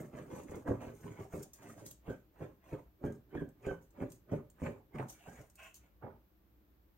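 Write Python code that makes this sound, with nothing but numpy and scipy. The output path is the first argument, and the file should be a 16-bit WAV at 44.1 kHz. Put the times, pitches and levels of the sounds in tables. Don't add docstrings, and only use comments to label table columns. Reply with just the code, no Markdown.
import sys
import numpy as np
from scipy import signal
from scipy.fft import rfft, irfft, next_fast_len
from scipy.io import wavfile
from scipy.ndimage import uniform_filter1d, map_coordinates

SR = 44100
rng = np.random.default_rng(int(sys.argv[2]) if len(sys.argv) > 2 else 0)


def transcribe(signal):
    frames = np.atleast_2d(signal).T
    limited = np.clip(frames, -1, 1)
    pcm = np.round(limited * 32767).astype(np.int16)
    wavfile.write(sys.argv[1], SR, pcm)


N = 307397
T = np.arange(N) / SR

# freq_hz, density_db_per_hz
DRAG_COLOUR = [(250, -50), (650, -1.5), (1000, -2.5), (1600, -16), (2200, -26.5), (4000, -112)]


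def amp(db):
    return 10 ** (np.asarray(db) / 20)


def unit(x):
    return x / np.sqrt(np.mean(x ** 2) + 1e-20)


def along(points, hz):
    point_hz, value = np.transpose(points)
    return np.interp(np.log(hz + 1), np.log(point_hz + 1), value)


def wobble(rate_hz):
    return map_coordinates(rng.standard_normal(int(N * rate_hz / SR) + 4), [T * rate_hz])


def filtered(x, response):
    size = next_fast_len(N + SR // 2)
    spectrum = rfft(x, size) * response(np.fft.rfftfreq(size, 1 / SR))
    return irfft(spectrum, size)[..., :N]


def resonances(modes):
    def response(f):
        total = 0
        for k, (centre, width, db) in enumerate(modes):
            damping = 1j * f * width
            total = total + (-1) ** k * amp(db) * damping / (centre * centre - f * f + damping)
        return total
    return response


def grit(rate_hz, spread_db, smooth, patchy_db):
    slips = (rng.random(N) < rate_hz / SR) * amp(spread_db * rng.exponential(size=N))
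    slips = slips * rng.standard_normal(N)
    z = signal.stft(unit(slips) + smooth * rng.standard_normal(N), nperseg=512)[2]
    patches = uniform_filter1d(rng.standard_normal(z.shape), size=4, axis=0)
    patches = uniform_filter1d(patches, size=5, axis=1)
    return unit(signal.istft(z * amp(patchy_db * unit(patches)), nperseg=512)[1][:N])


def pair(noises, gain, alike):
    def mid_side(hz):
        turn = np.arccos(np.clip(along(alike, hz), -1, 1)) / 2
        return gain(hz) * [np.cos(turn), np.sin(turn)]
    mid, side = filtered(noises, mid_side)
    return np.array([mid + side, mid - side])


def swells(rows, fall_db_per_s):
    rise_db = 19.5
    level = np.full(N, -140.0)
    for s, rise, hold, db, *swell_db in rows:
        span = slice(max(round((s - 0.4) * SR), 0), round((s + 0.8) * SR))
        t = T[span] - s
        held = db + sum(swell_db) * np.clip(t / max(hold, 0.001), 0, 1)
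        before = rise_db * np.minimum(t, 0) / max(rise, 0.002)
        after = fall_db_per_s * np.maximum(t - hold, 0)
        level[span] = np.maximum(level[span], held + before - after)
    return level


def strokes():
    # full_s, rise_s, hold_s, swell_db, push_db, drag_db, scrape_db, rustle_db
    paw_strokes = [(0, 0.012, 0.063, -11, -43.5, -54, -68.5, -64),
                   (0.136, 0.036, 0.052, 8, -52.5, -64, -72.0, -75.5),
                   (0.31, 0.091, 0.084, 3.5, -48.0, -63.5, -71, -67.5),
                   (0.491, 0.058, 0.061, 4, -51.5, -63, -71.5, -71),
                   (0.679, 0.029, 0.063, -8, -33.0, -47.5, -69, -66.5),
                   (0.815, 0.043, 0.071, -4.5, -44.5, -55.5, -64.5, -67.5),
                   (1.043, 0.09, 0.17, -4, -52.5, -63.5, -70.5, -72.5),
                   (1.187, 0.037, 0.02, 5, -51.5, -63.5, -71, -72.5),
                   (1.34, 0.038, 0.069, -7.5, -45.5, -57, -67.5, -60.0),
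                   (1.626, 0.081, 0.075, 2, -54.5, -63, -71, -67.5),
                   (1.784, 0.064, 0.101, -8.5, -51, -65, -74, -68.5),
                   (2.088, 0.048, 0.011, -1, -44.5, -59, -65.5, -71),
                   (2.419, 0.057, 0.036, -6, -46, -56.5, -66.5, -71.0),
                   (2.66, 0.045, 0.07, 0.5, -63, -68, -71, -76.5),
                   (2.724, 0.025, 0.022, -1.5, -47.5, -56, -66, -74.5),
                   (3.051, 0.035, 0.035, -8, -36, -53, -69, -71),
                   (3.35, 0.048, 0.0093, 3.5, -43.5, -59, -68.5, -77.5),
                   (3.412, 0.013, 0.0053, -8, -40.5, -56.5, -67.5, -73.5),
                   (3.659, 0.058, 0.006, 7, -47, -60, -67, -72),
                   (3.713, 0.013, 0.0058, -10.5, -33.5, -48.5, -64, -72),
                   (4.018, 0.06, 0.015, -3.5, -40, -54.5, -64.5, -72),
                   (4.323, 0.038, 0.026, -3, -38.5, -54.5, -67, -73),
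                   (4.652, 0.06, 0.012, -4, -42.5, -52, -58.5, -64),
                   (4.666, 0.018, 0.006, -7, -31.5, -43, -54, -67),
                   (4.953, 0.028, 0.008, -4.5, -43.5, -56.5, -66.5, -75),
                   (4.988, 0.019, 0.011, 0.5, -41.5, -48.5, -65, -72),
                   (5.155, 0.065, 0.11, 2.5, -73, -78.5, -75, -78.5),
                   (5.278, 0.056, 0.052, -4, -58.5, -61.5, -67.5, -65),
                   (5.353, 0.057, 0.041, 5, -65.5, -67, -73.5, -71.0),
                   (5.804, 0.078, 0.05, 2.5, -77, -80.0, -84.5, -91.0),
                   (6.03, 0.013, 0.051, -6, -43.5, -51.0, -78.5, -97)]
    falls_db_per_s = 220, 209, 270, 180
    curves = []
    for k, fall in enumerate(falls_db_per_s):
        rows = [(s, rise, hold, levels[k], swell_db) for s, rise, hold, swell_db, *levels in paw_strokes]
        curves.append(swells(rows, fall))
    return curves


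def paws():
    # time_s, weight_db, tap_db (toe tap relative to the weight)
    landings = [(0.137, -35, -9), (0.493, -34, -7), (0.543, -37, 1), (0.683, -27, 0), (0.693, -23, -4),
                (0.819, -50, -4), (0.874, -37, -8), (1.041, -34.5, -6), (1.192, -41, -13), (1.335, -29, 0),
                (2.078, -31, -0.5), (2.407, -33, -4), (2.722, -32, -5), (3.037, -23.5, -4),
                (3.065, -36, -6), (3.349, -30.5, 5.5), (3.409, -31.5, -9), (3.665, -28.5, -11),
                (3.704, -31, -16), (4.011, -29, -1), (4.319, -23.5, -15), (4.616, -25.5, -6),
                (4.942, -36, -1.5), (4.989, -39, -4), (5.272, -44, 5.5), (5.386, -43, -2), (6.022, -46, 5)]
    # centre_hz, width_hz, level_db
    board_modes = [(72, 22, -10), (117.6, 33, 2.5), (169.6, 33, -1), (231.5, 30.7, -0.5), (304, 66, -3.5),
                   (400.8, 43.7, -1), (530.8, 38.4, -3.5), (595, 38, -5)]
    push_db = strokes()[0]
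    modes = resonances(board_modes)

    def boards(hz):
        return modes(hz) / (1 + 1j * hz / 900) ** 2

    def stuffing(hz):
        return boards(hz) * (1j * hz / 170) / (1 + 1j * hz / 170)

    def pad_force(u):
        return u ** 2 * (3 - u) * np.exp(-u)

    lumps = grit(rate_hz=400, spread_db=1.5, smooth=1.0, patchy_db=2.0)
    lumps = lumps / np.std(filtered(lumps, boards))
    blows, settle = np.zeros(N + SR), np.zeros(N + SR)
    t = np.arange(SR // 8) / SR
    for s, db, tap_db in landings:
        start = round((s + 0.003014) * SR)
        force = pad_force(t / 0.00095) + amp(tap_db) * pad_force(t / 0.00035)
        blows[start:][:len(t)] += amp(db - 6.5) * force
        settle[start:][:len(t)] += amp(db - 11.5 - 60 * t / 0.14)
    blows, settle = blows[:N], settle[:N]
    knead = filtered(amp(push_db + 1.77 * wobble(40)) * lumps, stuffing)
    thud = filtered(settle * lumps + 2.0 * blows, boards)
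    creases = unit(filtered(lumps, lambda hz: amp(along(DRAG_COLOUR, hz))))
    crush = amp(-25.0) * settle * creases
    return knead + thud + 1.26 * blows + crush


def scrapes():
    # freq_hz, density_db_per_hz
    scrape_colour = [(700, -59), (1500, -3), (2300, 0.5), (3300, -10), (4000, -16), (7000, -32)]
    _, drag_db, scrape_db, _ = strokes()
    slips = grit(rate_hz=900, spread_db=1.0, smooth=0.89, patchy_db=3.5)
    drag = unit(filtered(slips, lambda hz: amp(along(DRAG_COLOUR, hz))))
    scrape = unit(filtered(slips, lambda hz: amp(along(scrape_colour, hz))))
    return amp(1.22 * wobble(60)) * (amp(drag_db) * drag + amp(scrape_db) * scrape)


def snags():
    # start_s, level_db
    catches = [(0.4848, -44), (0.8086, -42.5), (3.066, -55), (3.654, -45), (3.7104, -45.5), (4.004, -44),
               (4.2984, -57), (4.3634, -46), (4.6615, -47), (4.6674, -45), (4.67, -30), (4.9853, -35.5),
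               (4.991, -46), (5.0001, -37), (5.2729, -49)]
    out = np.zeros(N + SR)
    t = np.arange(SR // 50) / SR
    for s, db in catches:
        pitch_hz = 2100 * (1 + 0.11 * rng.standard_normal())
        envelope = amp(db - 60 * t / 0.0044) * (1 - np.exp(-t / 0.0003))
        out[round(s * SR):][:len(t)] += envelope * np.sin(2 * np.pi * pitch_hz * t)
    return out[:N]


def zips():
    # peak_s, first_rate_hz, settled_rate_hz, peak_db, t60_s
    runs = [ (2.099, 1612, 1535, -52, 0.19), (3.07, 1650, 1597, -54.5, 0.17),
            (3.345, 2250, 2480, -63, 0.17), (3.38, 1850, 1599, -48.5, 0.21),
            (3.652, 2500, 1880, -56, 0.059), (3.689, 1628, 1497, -46, 0.22),
            (4.945, 2200, 2160, -60.5, 0.13), (5.25, 2700, 2780, -72, .15), (5.285, 1497, 1610, -59, .22),
            (5.379, 2030, 2080, -61.5, 0.14), ]
    rise_s, settle_s = 0.0183, 0.0142
    out = np.zeros(N)
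    for s, first_hz, settled_hz, peak_db, t60 in runs:
        glide = np.exp(-np.maximum(T - s + rise_s / 2, 0) / settle_s)
        hz = settled_hz + (first_hz - settled_hz) * glide
        db = swells([(s, rise_s, 0, peak_db)], 60 / t60)
        phase = 2 * np.pi * np.cumsum(hz * (1 + 0.028 * wobble(200))) / SR
        overtone = amp(-19) * (hz < 1950) * np.sin(2 * phase)
        out += amp(db + 2.5 * wobble(120)) * (np.sin(phase) + overtone)
    return out


def cover():
    # full_s, rise_s, hold_s, level_db
    slides = [(0.945, 0.045, 0.079, -73.5), (1.535, 0.008, 0.024, -67.5), (1.86, 0.02, 0.04, -62.5),
              (3.129, 0.043, 0.02, -78.5), (3.827, 0.028, 0.0087, -73.5), (4.116, 0.035, 0.013, -68),
              (5.096, 0.014, 0.014, -57.5), (5.186, 0.055, 0.034, -75), (5.595, 0.06, 0.073, -67),
              (5.744, 0.013, 0.02, -66.0)]
    # peak_s, peak_db, rise_s, t60_s
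    snaps = [ (0.5097, -52, .0003, 0.014), (1.431, -48, 0.0047, 0.027), (1.534, -47.5, 0.00023, 0.014),
             (1.865, -46.5, 0.0055, 0.021), (1.912, -47, 0.0018, 0.018), (3.1234, -58, 0.00024, 0.0084),
             (3.49, -62.5, 0.00025, 0.0083), (3.906, -66, 0.00034, .012), (4.102, -58, 0.00045, 0.011),
             (4.12, -48, 0.00064, 0.01), (4.501, -54, 0.00024, 0.0069), (5.085, -50, .0003, 0.012),
             (5.101, -49, 0.0085, 0.027), (5.4998, -57.5, .0003, 0.012), (5.5558, -53, 0.00024, 0.012),
             (5.7434, -46.5, 0.00026, 0.0078), ]
    # freq_hz, density_db_per_hz
    cloth_colour = [(2060, -20), (3500, -13.5), (5160, -11.5), (6530, 0.5), (7850, -4), (8910, -2.5),
                    (9810, -6.5), (10900, -19.5), (12600, -2.5), (15100, -16.5), (16000, -2)]

    def colour(hz):
        return amp(along(cloth_colour, hz))

    db = np.maximum(strokes()[-1], swells(slides, fall_db_per_s=315))
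    rub = amp(db + 2.2 * wobble(70)) * grit(rate_hz=2500, spread_db=2.5, smooth=0.74, patchy_db=3.0)
    flick = np.zeros(N)
    for s, peak_db, rise, t60 in snaps:
        away = abs(T - s)
        before = amp(peak_db) * np.exp(-away / max(rise, 1e-4))
        after = amp(peak_db - 60 * away / max(t60, 0.002))
        flick += np.where(T < s, before, after)
    cloth = rub + flick * rng.standard_normal(N)
    colour_rms = np.sqrt(np.mean(colour(np.linspace(0, SR / 2, num=999)) ** 2))
    return filtered(cloth, colour) / colour_rms


def snort():
    # full_s, rise_s, hold_s, level_db
    breath = (5.592, .018, .075, -58.5)
    # centre_hz, width_hz, level_db
    nose_modes = [(655, 110, 4.5), (1074, 37, 10), (1500, 150, 3.5), (2130, 210, 1.5), (2590, 100, 11),
                  (3040, 470, -1.5)]
    db = swells([breath], fall_db_per_s=330)
    flow = unit(filtered(rng.standard_normal(N), resonances(nose_modes)))
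    return amp(db + 0.95 * wobble(50)) * flow


def arrive(x, lag_s):
    # freq_hz, left_minus_right_db
    port_tilt = [(60, -1), (150, 2), (380, -4.5), (950, -6.5), (2380, 0.5), (5980, 7.5), (15000, -13)]
    # freq_hz, left_lead_rad
    port_lead = [(0, 0), (600, -0.3), (1000, 2), (1900, -1), (3000, 0.5), (3800, 4), (5000, 5.5),
                 (15000, 8)]
    side = np.array([[1], [-1]]) / 2

    def ports(hz):
        phase = along(port_lead, hz) - 2 * np.pi * hz * lag_s
        return amp(side * along(port_tilt, hz)) * np.exp(1j * side * phase)
    return filtered(x, ports)


def room(x):
    # freq_hz, t60_s
    wall_t60 = [(100, 0.39), (600, 0.18), (3000, 0.31), (12000, 0.16)]
    # freq_hz, left_right_likeness
    tail_alike = [(200, 0.98), (500, 0.56), (1500, 0.033)]
    out, step, delay = np.zeros((2, N + SR)), int(0.3 * SR), 40
    for start in range(0, N, step):
        hz, t, z = signal.stft(rng.standard_normal((2, SR // 2)), SR, nperseg=256)
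        walls = amp(-60 * t / along(wall_t60, hz)[:, None])
        floor_and_furniture = amp(4.5 - 60 * t / 0.043)
        tail = signal.istft(z * (walls + floor_and_furniture), SR, nperseg=256)[1]
        tail = tail / np.linalg.norm(tail[0])
        wet = signal.fftconvolve(x[None, start:start + step], tail, axes=1)
        out[:, start + delay:start + delay + wet.shape[1]] += wet
    return pair(out[:, :N], np.ones_like, tail_alike)


def air():
    # freq_hz, density_db_per_hz
    air_colour = [(20, -34), (43, -8), (60, 3), (82, -14), (123, -11.5), (150, -24), (185, -10.5),
                  (249, -21.5), (301, -11.5), (400, -22), (1000, -29.5), (4000, -40.5), (10800, -51.5),
                  (12300, -33), (16000, -35)]
    # freq_hz, left_right_likeness
    air_alike = [(60, 0.91), (240, 0.88), (950, 0.02), (3770, 0.0), (15000, 0.013)]
    level_db = -67.5
    noises = rng.standard_normal((2, N))
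    return amp(level_db) * unit(pair(noises, lambda hz: amp(along(air_colour, hz)), air_alike))


def scene():
    low = paws()
    mid = scrapes() + snags() + zips() + snort()
    high = cover()
    near = amp(0.5) * (low + mid + high)
    far_share = (1 + np.tanh(1.5 * wobble(6))) / 2
    direct = arrive(near * (1 - far_share), lag_s=0) + arrive(near * far_share, lag_s=7e-5)
    answer = room(amp(-3.5) * low + amp(-2.5) * mid + amp(2.5) * high)
    return direct + answer + air()


def record(dry):
    top_hz = 15830
    return filtered(dry, lambda hz: hz < top_hz)


dry = scene()
out = record(dry)
transcribe(out)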